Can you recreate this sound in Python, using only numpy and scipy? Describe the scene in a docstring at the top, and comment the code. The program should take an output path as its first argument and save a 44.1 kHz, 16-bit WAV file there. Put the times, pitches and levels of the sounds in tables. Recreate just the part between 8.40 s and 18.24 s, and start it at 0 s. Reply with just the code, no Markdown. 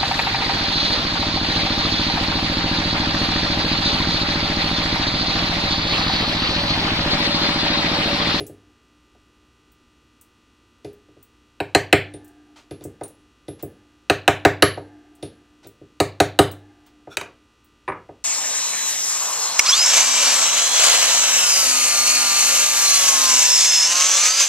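"""A rawhide mallet drives a steel dapping punch into a doming block: three quick groups of modal, crushed
blows. Place: a metal bench in a small room; its modes, dense short modes and reverberation answer every
contact. Between groups, soft reseating knocks, thin steel rings, disc ticks and rubs; then punch and mallet are
laid down. Behind them, loose tools sing on as narrow bands, over coloured room noise and a faint harmonic mains
buzz. Microphone: close by, thin in the deep bass, its input clipping on the hardest blows."""
import sys
import numpy as np
from scipy import signal
from scipy.fft import rfft, irfft
from scipy.io import wavfile

SR = 44100
rng = np.random.default_rng(int(sys.argv[2]) if len(sys.argv) > 2 else 0)


def dump_mix(stems):
    """Bounce the given channels to the path in sys.argv[1] as a 16-bit WAV at rate SR."""
    frames = np.atleast_2d(stems).T  # one column per channel
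    limited = np.clip(frames, -1, 1)  # hard clip at full scale
    pcm = np.round(limited * 32767).astype(np.int16)
    wavfile.write(sys.argv[1], SR, pcm)


N = 433944
RESPONSE_S = 0.7  # length of each struck response


def from_db(db):
    """Decibels to amplitude gain."""
    return 10 ** (np.asarray(db) / 20)


def rms_one(x):
    """Scale to rms 1."""
    return x / np.sqrt(np.mean(x ** 2) + 1e-20)


def at_hz(points, hz):
    """Read a curve on a log-frequency axis."""
    f, value = np.transpose(points)
    return np.interp(np.log(hz), np.log(f), value)


def seconds(length):
    """A time axis [s]."""
    return np.arange(int(length * SR)) / SR


def add(out, s, sound):
    """Mix a sound in at time s."""
    i = max(0, int(s * SR))
    out[i:i + len(sound)] += sound[:N - i]


def cut(x, hz, kind):
    """Second-order Butterworth filter."""
    return signal.sosfilt(signal.butter(2, hz, kind, fs=SR, output="sos"), x)


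def noise(spectrum, size):
    """Steady noise of a given colour, rms 1."""
    hz = np.maximum(np.fft.rfftfreq(size, 1 / SR), 1)
    white = rfft(rng.standard_normal(size))
    return rms_one(irfft(white * from_db(at_hz(spectrum, hz)), size))


def dying(t, t60):
    """Exponential decay, down 60 dB after t60 seconds."""
    return np.exp(-np.log(1000) * t / t60)


def ring(modes, t):
    """Struck modes as decaying sines; neighbours start in opposite directions."""
    out = np.zeros(len(t))
    for k, (hz, db, t60) in enumerate(modes):
        out += (-1) ** k * from_db(db) * dying(t, t60) * np.sin(2 * np.pi * hz * t)
    return out


def waver(size, hz, depth):
    """A gain that wanders round 1, as reflections meet and cancel."""
    return 1 + depth * rms_one(cut(rng.standard_normal(size), hz, "low"))


# colour of the room noise: (frequency [Hz], relative level [dB per Hz])
AIR_COLOUR = [(20, 5), (60, 1.5), (110, -1.5), (170, -8.5), (240, -3), (320, -2), (420, -7.5), (600, -18),
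              (1200, -19), (2500, -25), (6000, -29.5), (10000, -33), (16000, -42)]
# envelope of the mains harmonics, before the spikes pair up: (frequency [Hz], level [dB rms])
BUZZ_ENVELOPE = [(120, -83), (600, -88.5), (950, -84.5), (1200, -80.5), (1900, -87.5), (2350, -89.5),
                 (2650, -82), (3300, -86.5), (3800, -87.5), (5000, -93.5), (5800, -92.5), (8000, -97),
                 (11000, -113)]
# low hum, set on the nearest mains harmonics: (frequency [Hz], level [dB rms])
HUM_LINES = [(60, -67), (240, -74), (300, -68.5)]
# strongest mains whine, set on the nearest harmonics: (frequency [Hz], level [dB rms])
WHINE_LINES = [(1200, -71), (1981, -77.5), (2519, -78), (2638, -79.5), (2762, -80), (2880, -82),
               (3182, -82), (3300, -83.5), (3418, -81), (3779, -83), (4258, -83.5), (5701, -84.5)]
MAINS_HZ = 59.975
SPIKE_GAP_S, SECOND_SPIKE_SHARE = 0.002105, 0.55  # a weaker second spike follows the first


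def background():
    """Room noise, hum and whine lines, and mains buzz whose harmonics come from a spike pair in every cycle."""
    harmonics = MAINS_HZ * np.arange(1, 190)
    pair = 1 + SECOND_SPIKE_SHARE * np.exp(-2j * np.pi * harmonics * SPIKE_GAP_S)
    uneven_db = 1.5 * rng.standard_normal(len(harmonics))
    lines = pair * from_db(at_hz(BUZZ_ENVELOPE, harmonics) + uneven_db)
    for hz, db in HUM_LINES + WHINE_LINES:
        lines[round(hz / MAINS_HZ) - 1] = from_db(db)
    lines = lines * np.exp(1j * 1.3 * rng.standard_normal(len(harmonics)))  # scattered phases [rad]
    cycle = irfft(np.r_[0, lines], 4096) * 4096 / np.sqrt(2)  # line levels become rms
    cycles_passed = np.arange(N) / SR * MAINS_HZ
    buzz = np.interp(cycles_passed, np.arange(len(cycle)) / len(cycle), cycle, period=1)
    return from_db(-60.5) * noise(AIR_COLOUR, N) + buzz


SLANT_FROM_S = 7.5  # the last group of blows comes at a slant
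# for their force, slanting blows shake the bench less and slow nudges more
SLANT_SHAKE_DB, NUDGE_SHAKE_DB = -3, 5.5


def shaking(t60):
    """How strongly the bench still trembles; the energy of successive blows and nudges adds up."""
    shaken = np.zeros(N)
    for s, force_db, _ in BLOWS:
        shaken[int(s * SR)] += from_db(force_db + SLANT_SHAKE_DB * (s >= SLANT_FROM_S)) ** 2
    for s, force_db, _ in NUDGES:
        shaken[max(0, int(s * SR))] += from_db(force_db + NUDGE_SHAKE_DB) ** 2
    energy = signal.fftconvolve(shaken, dying(seconds(1.7), t60) ** 2)[:N]
    return np.sqrt(np.abs(energy))


# close pair of long-ringing modes that beat: (frequency [Hz], level against the shaking [dB])
DRONE_PAIR = [(297, -31), (304, -40.5)]
DRONE_T60 = 2.9  # s
# loose tools: (frequency [Hz], width [Hz], level against the shaking [dB], t60 [s])
LOOSE_TOOL_BANDS = [(365, 70, -44, 2.8), (710, 90, -45, 2.4), (830, 70, -44.5, 1.9), (1600, 70, -46.5, 1.7),
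                    (1750, 94, -44, 1.3), (2100, 40, -50.5, 1.3)]


def loose_tools():
    """Steel tools on the shaken bench sing on: one beating low tone, and unsteady narrow bands above it."""
    t = np.arange(N) / SR
    beating = sum(from_db(db) * np.sin(2 * np.pi * hz * t) for hz, db in DRONE_PAIR)
    out = shaking(DRONE_T60) * beating
    for hz, width, db, t60 in LOOSE_TOOL_BANDS:
        peak = signal.iirpeak(hz, hz / width, fs=SR)
        once = signal.lfilter(*peak, rng.standard_normal(N))
        tone = rms_one(signal.lfilter(*peak, once))
        out += from_db(db) * shaking(t60) * tone
    return out


# skin or steel sliding over the block: (time [s], length [s], level [dB])
RUBS = [(4.158, 0.13, -40), (4.417, 0.055, -44), (5.189, 0.1, -43), (7.228, 0.1, -44.5),
        (8.458, 0.078, -47)]


def rubs():
    """Skin or steel slides briefly over the block, as coloured friction noise."""
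    out = np.zeros(N)
    colour = [(200, -32), (700, 2.5), (1500, -4.5), (3500, -5.0), (7000, -11.5), (14000, -34)]  # Hz, dB
    for s, length, level_db in RUBS:
        t = seconds(length)
        stroke = (1 - np.exp(-t / 0.0052)) * (1 - t / length) ** 2 / 2  # grips at once, then slows
        add(out, s, from_db(level_db) * stroke * noise(colour, len(t)))
    return out


# resonances of the dragged punch: (frequency [Hz], width [Hz], relative level [dB])
SQUEAK_BANDS = [(1398, 83, 9.5), (2450, 200, 1), (3450, 100, 3.5), (5500, 120, -1)]


def squeak(start, length, level_db):
    """The punch dragged out of its hollow squeaks: friction feeds a few of its resonances."""
    out, t = np.zeros(N), seconds(length)
    friction = rng.standard_normal(len(t))
    tones = np.zeros(len(t))
    for hz, width, db in SQUEAK_BANDS:
        peak = signal.iirpeak(hz, hz / width, fs=SR)
        tones += from_db(db) * rms_one(signal.lfilter(*peak, friction))
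    add(out, start, from_db(level_db) * np.sin(np.pi * t / length) ** 2 * tones)
    return out


# the metal disc in its hollow: (time [s], level [dB], level of its body below the top band [dB])
TICKS = [(0.0662, -32.5, 0.5), (1.3194, -50, -8), (1.812, -36.5, -4.5), (2.5294, -48, -6),
         (2.828, -38.5, -8.5), (3.8453, -43, -2), (3.8785, -46, 0), (4.439, -32, 4), (4.6369, -43, 10),
         (4.6794, -40, 0), (5.226, -23, -15), (6.7521, -47, -1), (7.2705, -34.5, -5), (8.114, -32.5, -0.5),
         (8.4636, -52, -2), (9.245, -48, -9)]
# modes of the disc, before each touch varies them: (frequency [Hz], relative level [dB], t60 [s])
DISC_MODES = [(7160, -7, 0.021), (8120, -1.5, 0.11), (10830, -11, 0.099), (13500, 2, .06),
              (14000, -5, 0.12), (14800, -16, 0.074), (15900, 7, .08)]
DISC_BODY_BELOW_HZ = 12000


def disc():
    """Tiny bright clicks with a short ring and a trace of room; each touch favours other modes."""
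    out, t = np.zeros(N), seconds(0.3)
    colour = [(500, -34), (3000, -33), (6000, -3), (9000, 3.5), (12000, -4.0), (14800, -10), (16000, 1.0)]
    click_decay = from_db(-13) * dying(t, 0.053) + from_db(-17) * dying(t, 0.23)
    for s, level_db, body_db in TICKS:
        detune = 1 + 0.012 * rng.standard_normal(len(DISC_MODES))
        modes = [(hz * shift, db + 3 * rng.normal(), t60)
                 for (hz, db, t60), shift in zip(DISC_MODES, detune)]
        tick = from_db(-15) * ring(modes, t) + noise(colour, len(t)) * click_decay
        body, top = (cut(cut(tick, DISC_BODY_BELOW_HZ, kind), DISC_BODY_BELOW_HZ, kind)
                     for kind in ("low", "high"))
        add(out, s, from_db(level_db) * (top + from_db(body_db) * body))
    return out


# steel of punch and block: (time [s], level of middle mode [dB], rise from one mode to the next [dB])
RINGS = [(0.003, -46, 4), (2.446, -60.5, 0), (3.738, -57.5, -17), (4.31, -52, -1), (4.635, -45.5, -14.5),
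         (5.086, -47, 2), (5.232, -55, 3), (5.88, -49, 3.5), (6.223, -27.5, 6), (6.829, -47.5, -9),
         (7.801, -56.5, -9.5), (7.990, -44.5, 12), (9.481, -70.5, -23)]
# steel modes, lowest first: (frequency [Hz], t60 [s])
STEEL_MODES = [(9324, 0.14), (10583, 0.31), (11147, 0.22)]


def steel():
    """Steel rings thinly in a loose grip, leaning to its low or top mode; the room makes it waver."""
    out, t = np.zeros(N), seconds(RESPONSE_S)
    for s, level_db, brightness_db in RINGS:
        for step, (hz, t60) in enumerate(STEEL_MODES, -1):
            tone = ring([(hz, level_db + step * brightness_db, t60)], t)
            add(out, s, waver(len(t), hz=44.36, depth=0.32) * tone)
    return out


# the block rocks on the bench: (time [s], level [dB])
ROCKING = [(0.003, -32.5), (2.447, -32.5)]
ROCKING_HZ, ROCKING_T60 = 412, 0.37  # Hz, s


def rocking():
    """The heavy block rocks on the bench top with one hollow, decaying low tone."""
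    out = np.zeros(N)
    for s, db in ROCKING:
        add(out, s, ring([(ROCKING_HZ, db, ROCKING_T60)], seconds(RESPONSE_S)))
    return out


# modes of the loaded bench: (frequency [Hz], relative level [dB], t60 [s])
BENCH_MODES = [(77, -17.5, 0.21), (99, -22.5, 0.6), (127, -20.5, 0.24), (153, -20.5, 0.3),
               (205, -18.5, 0.11), (295.5, -7, 0.15), (341, -3, 0.051), (402, -5, 0.18), (429, -14, 0.085),
               (502, -14, 0.1), (614.4, -7.5, 0.12), (657, -12.5, 0.11), (700, -6.5, 0.089),
               (778, -7, 0.078), (857, -15.5, 0.042), (937, -16, 0.16), (1159, -19.5, 0.034),
               (1244, -14, 0.12), (1540, -16.5, 0.072), (1477, -17, 0.12), (1710, -16.5, 0.035),
               (2060, -12.5, 0.1), (2240, -10.5, 0.0087), (3850, -13, 0.025)]
# first snap of a contact: (frequency [Hz], relative level [dB], t60 [s])
SNAP_MODES = [(2486, 1, 0.0059), (1335, -8.5, 0.0061), (4280, -12, 0.014), (8000, -12, 0.0059)]
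# decay of the room: (frequency [Hz], t60 [s])
ROOM_T60 = [(60, 0.27), (150, .32), (400, 0.36), (1500, 0.25), (4000, .29), (8000, 0.16), (16000, 0.19)]
# strength of the reverberation: (frequency [Hz], relative level [dB])
ROOM_LEVEL = [(60, -5.5), (300, -2.5), (750, -8), (1400, -4), (2600, -6.5), (4200, -7.5), (7000, -5),
              (16000, -8.5)]


def bench_response(colour, modes_db, short_t60, room_db, snap_db):
    """One contact: the bench's main modes, dense short modes, the room behind them, and a first snap."""
    t = seconds(RESPONSE_S)
    dense, echoes = rfft(rng.standard_normal((2, len(t))))
    hz = np.maximum(np.fft.rfftfreq(len(t), 1 / SR), 1)
    out = from_db(modes_db) * ring(BENCH_MODES, t) * (1 - np.exp(-t / 0.00037))
    for centre in 31.25 * 2 ** (np.arange(28) / 3):
        third = np.maximum(0, 1 - 3 * abs(np.log2(hz / centre)))  # overlapping third-octave band
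        swell = 1 - np.exp(-t * centre / 0.11)  # lows start later
        short_decay = dying(t, short_t60 * (1000 / centre) ** 0.05)  # lows last longer
        direct = irfft(dense * third, len(t)) * swell * short_decay
        room_shape = swell * dying(t, at_hz(ROOM_T60, centre)) * (1 - np.exp(-t / 0.019))
        room = irfft(echoes * third, len(t)) * room_shape
        level = from_db(at_hz(colour, centre)) * np.sqrt(centre / SR) / 4
        room_gain = from_db(room_db + at_hz(ROOM_LEVEL, centre))
        out += level * (rms_one(direct) + room_gain * rms_one(room))
    return out + from_db(snap_db) * ring(SNAP_MODES, t)


# borders between thud, knock, clack and crack: (frequency [Hz])
CROSSOVERS = [500, 1200, 4500]


def registers(response):
    """Split a response into thud, knock, clack and crack, each with rms 1 over its first 30 ms."""
    parts = []
    for hz in CROSSOVERS:
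        parts.append(cut(cut(response, hz, "low"), hz, "low"))
        response = cut(cut(response, hz, "high"), hz, "high")
    parts = np.array(parts + [response])
    return parts / parts[:, :int(0.03 * SR)].std(axis=1, keepdims=True)


# a harder contact lifts the upper registers, share of hardness in: (thud, knock, clack, crack)
HARDNESS_SHARE = (0, .15, .85, 1)


def contacts(rows, balance_db, response, crush_db, crush_s):
    """Each contact is a push plus a brief crush of the surfaces; force and hardness weight the registers."""
    out, parts, t = np.zeros(N), registers(response), seconds(0.047)
    for s, force_db, hardness_db in rows:
        levels = force_db + np.array(balance_db) + hardness_db * np.array(HARDNESS_SHARE)
        # fresh noise: no two contacts have the same treble
        crush = cut(rng.standard_normal(len(t)) * np.exp(-t / crush_s), 900, "high")
        force = from_db(crush_db) * crush / np.linalg.norm(crush)
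        force[0] += 1  # the push
        force /= np.linalg.norm(force)
        add(out, s, signal.fftconvolve(from_db(levels) @ parts, force))
    return out


# light hollow knocks on the bench: (time [s], force [dB], hardness [dB])
KNOCKS = [(0.748, -64.5, 17), (4.610, -32, 0), (6.373, -31, 1), (8.671, -38.5, -11), (9.689, -39, -12)]
# register balance of a knock: (thud [dB], knock [dB], clack [dB], crack [dB])
KNOCK_BALANCE = (-5.5, -0.5, -28.5, -34.5)


def knocks(response):
    """Light hollow contacts on the bench, with a long, weak crush."""
    return contacts(KNOCKS, KNOCK_BALANCE, response, crush_db=-13.5, crush_s=0.013)


# dense short modes under a tool: (frequency [Hz], relative level [dB per Hz])
TOOL_COLOUR = [(40, -35), (110, 3.5), (250, -2), (650, 2.5), (1400, 5.5), (2400, 6), (3600, -19.5),
               (6000, -28), (9000, -30.5), (16000, -54)]
# the steel punch drops on the bench and bounces: (time [s], force [dB], hardness [dB])
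PUNCH_DOWN = [(8.770, -29, 1), (8.812, -35, -7)]
# its register balance: (thud [dB], knock [dB], clack [dB], crack [dB])
PUNCH_DOWN_BALANCE = (-5.5, 2, -10, 1.5)
# the mallet is laid down, head then handle: (time [s], force [dB], hardness [dB])
MALLET_DOWN = [(9.478, -29.5, 4), (9.486, -27.5, 0.5), (9.499, -30.5, -2), (9.520, -32.5, -3)]
# its register balance: (thud [dB], knock [dB], clack [dB], crack [dB])
MALLET_DOWN_BALANCE = (-4.5, 0.5, -10.5, -39)


def tools_down():
    """Punch and mallet strike the bench as they are laid down; the punch cracks, the mallet does not."""
    clack = bench_response(TOOL_COLOUR, modes_db=0.0, short_t60=0.034, room_db=-2.0, snap_db=-27)
    punch = contacts(PUNCH_DOWN, PUNCH_DOWN_BALANCE, clack, crush_db=1.5, crush_s=0.0028)
    mallet_laid = contacts(MALLET_DOWN, MALLET_DOWN_BALANCE, clack, crush_db=1.5, crush_s=0.005)
    return punch + mallet_laid


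# the punch is seated in its hollow: (time [s], force [dB], hardness [dB])
NUDGES = [(0.003, -32.5, 2), (0.094, -40.5, -23), (2.446, -36, 4.5), (2.684, -53.5, -11), (2.765, -51, -19),
          (3.738, -39, 0), (4.309, -33.5, 1), (4.408, -43.5, 1.5), (4.449, -32, -30), (4.635, -59.5, 24),
          (5.081, -32, -1), (5.228, -30, -17), (6.826, -31, 4.5), (7.244, -49.5, 9), (7.261, -44.5, -2),
          (7.412, -43.5, -28)]
# register balance of a nudge: (thud [dB], knock [dB], clack [dB], crack [dB])
NUDGE_BALANCE = (0.5, -11, -18.5, -28)


def nudges(response):
    """Soft knocks of the punch being reseated, mostly thud."""
    return contacts(NUDGES, NUDGE_BALANCE, response, crush_db=-8, crush_s=0.0024)


# dense short modes under a nudge or knock: (frequency [Hz], relative level [dB per Hz])
NUDGE_COLOUR = [(40, -19), (100, 1), (210, -1.5), (380, 1.5), (700, -1.5), (1100, -16.5), (2600, -4),
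                (4000, -0.5), (6000, -11), (9000, -17), (16000, -26)]


def soft_contacts():
    """Reseating nudges and light knocks excite the same soft bench response."""
    soft = bench_response(NUDGE_COLOUR, modes_db=3.0, short_t60=0.06, room_db=2.5, snap_db=-9)
    return nudges(soft) + knocks(soft)


# the block sits loosely under the first hard blows: (time [s], level [dB])
PINGS = [(3.348, -14.5), (3.5272, -23)]
# modes of that ping: (frequency [Hz], relative level [dB], t60 [s])
PING_MODES = [(4070, 0, .06), (4180, -6, 0.13), (7200, -10, 0.068)]


def pings():
    """A short steel ping of the loose block on top of the blow, wavering in the room."""
    out, t = np.zeros(N), seconds(RESPONSE_S)
    for s, db in PINGS:
        add(out, s, from_db(db) * waver(len(t), hz=120, depth=0.6) * ring(PING_MODES, t))
    return out


# mallet on punch: (time [s], force [dB], hardness [dB])
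BLOWS = [(3.2022, -25.5, -4), (3.3490, -14.5, 3), (3.5274, -11, -1), (5.6983, -16, 1.5),
         (5.8781, -13.5, -.5), (6.0502, -12, -1.5), (6.2236, -10.5, 1), (7.6016, -17.5, 0.5),
         (7.8018, -14, -1), (7.9895, -11.5, -0.5)]
# dense short modes under a blow: (frequency [Hz], relative level [dB per Hz])
BLOW_COLOUR = [(40, -18), (100, -5), (210, -14.5), (380, -6), (700, -1.5), (1000, -10), (1500, -5),
               (2600, -4.5), (3300, -9.5), (4200, -8), (5200, -22.5), (7500, -13), (11000, -27.5),
               (16000, -25)]
# register balance of a square blow: (thud [dB], knock [dB], clack [dB], crack [dB])
SQUARE_BALANCE = (-1.5, 1.5, -3.5, -16.5)
# register balance of a slanting blow: (thud [dB], knock [dB], clack [dB], crack [dB])
SLANT_BALANCE = (0.5, 0.5, -5.5, -12)
SLANT_RING_DB = -14.5  # lowest steel mode against the force of a slanting blow


def mallet():
    """Square blows clack; slanting ones clack less, crack more and set the steel singing."""
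    blow = bench_response(BLOW_COLOUR, modes_db=0, short_t60=0.047, room_db=-2.0, snap_db=7.0)
    square = [row for row in BLOWS if row[0] < SLANT_FROM_S]
    slanting = [row for row in BLOWS if row[0] >= SLANT_FROM_S]
    out = contacts(square, SQUARE_BALANCE, blow, crush_db=-2.5, crush_s=0.00082)
    out += contacts(slanting, SLANT_BALANCE, blow, crush_db=-3.5, crush_s=0.0011)
    (hz, t60), t = STEEL_MODES[0], seconds(RESPONSE_S)
    for s, force_db, _ in slanting:
        singing = ring([(hz, force_db + SLANT_RING_DB, t60)], t)
        add(out, s, waver(len(t), hz=43.9, depth=0.32) * singing)
    return out


def scene():
    """Everything on and around the bench reaches one close microphone, sent alike to both channels."""
    distant = background() + loose_tools()
    friction = rubs() + squeak(8.690, length=0.079, level_db=-54.5)
    metal = disc() + steel() + pings()
    handling = soft_contacts() + tools_down() + rocking()
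    mono = distant + friction + metal + handling + mallet()
    return np.array([mono, mono])


CUTOFF_HZ = 15800


def record(dry):
    """The microphone loses the deep bass, the input overloads on the hardest blows, and the top is cut."""
    clipped = np.clip(cut(dry, 46, "high"), -0.9, 0.9)
    top_cut = signal.ellip(10, 0.1, 95, CUTOFF_HZ, fs=SR, output="sos")
    return signal.sosfilt(top_cut, clipped)


dry = scene()
out = record(dry)
dump_mix(out)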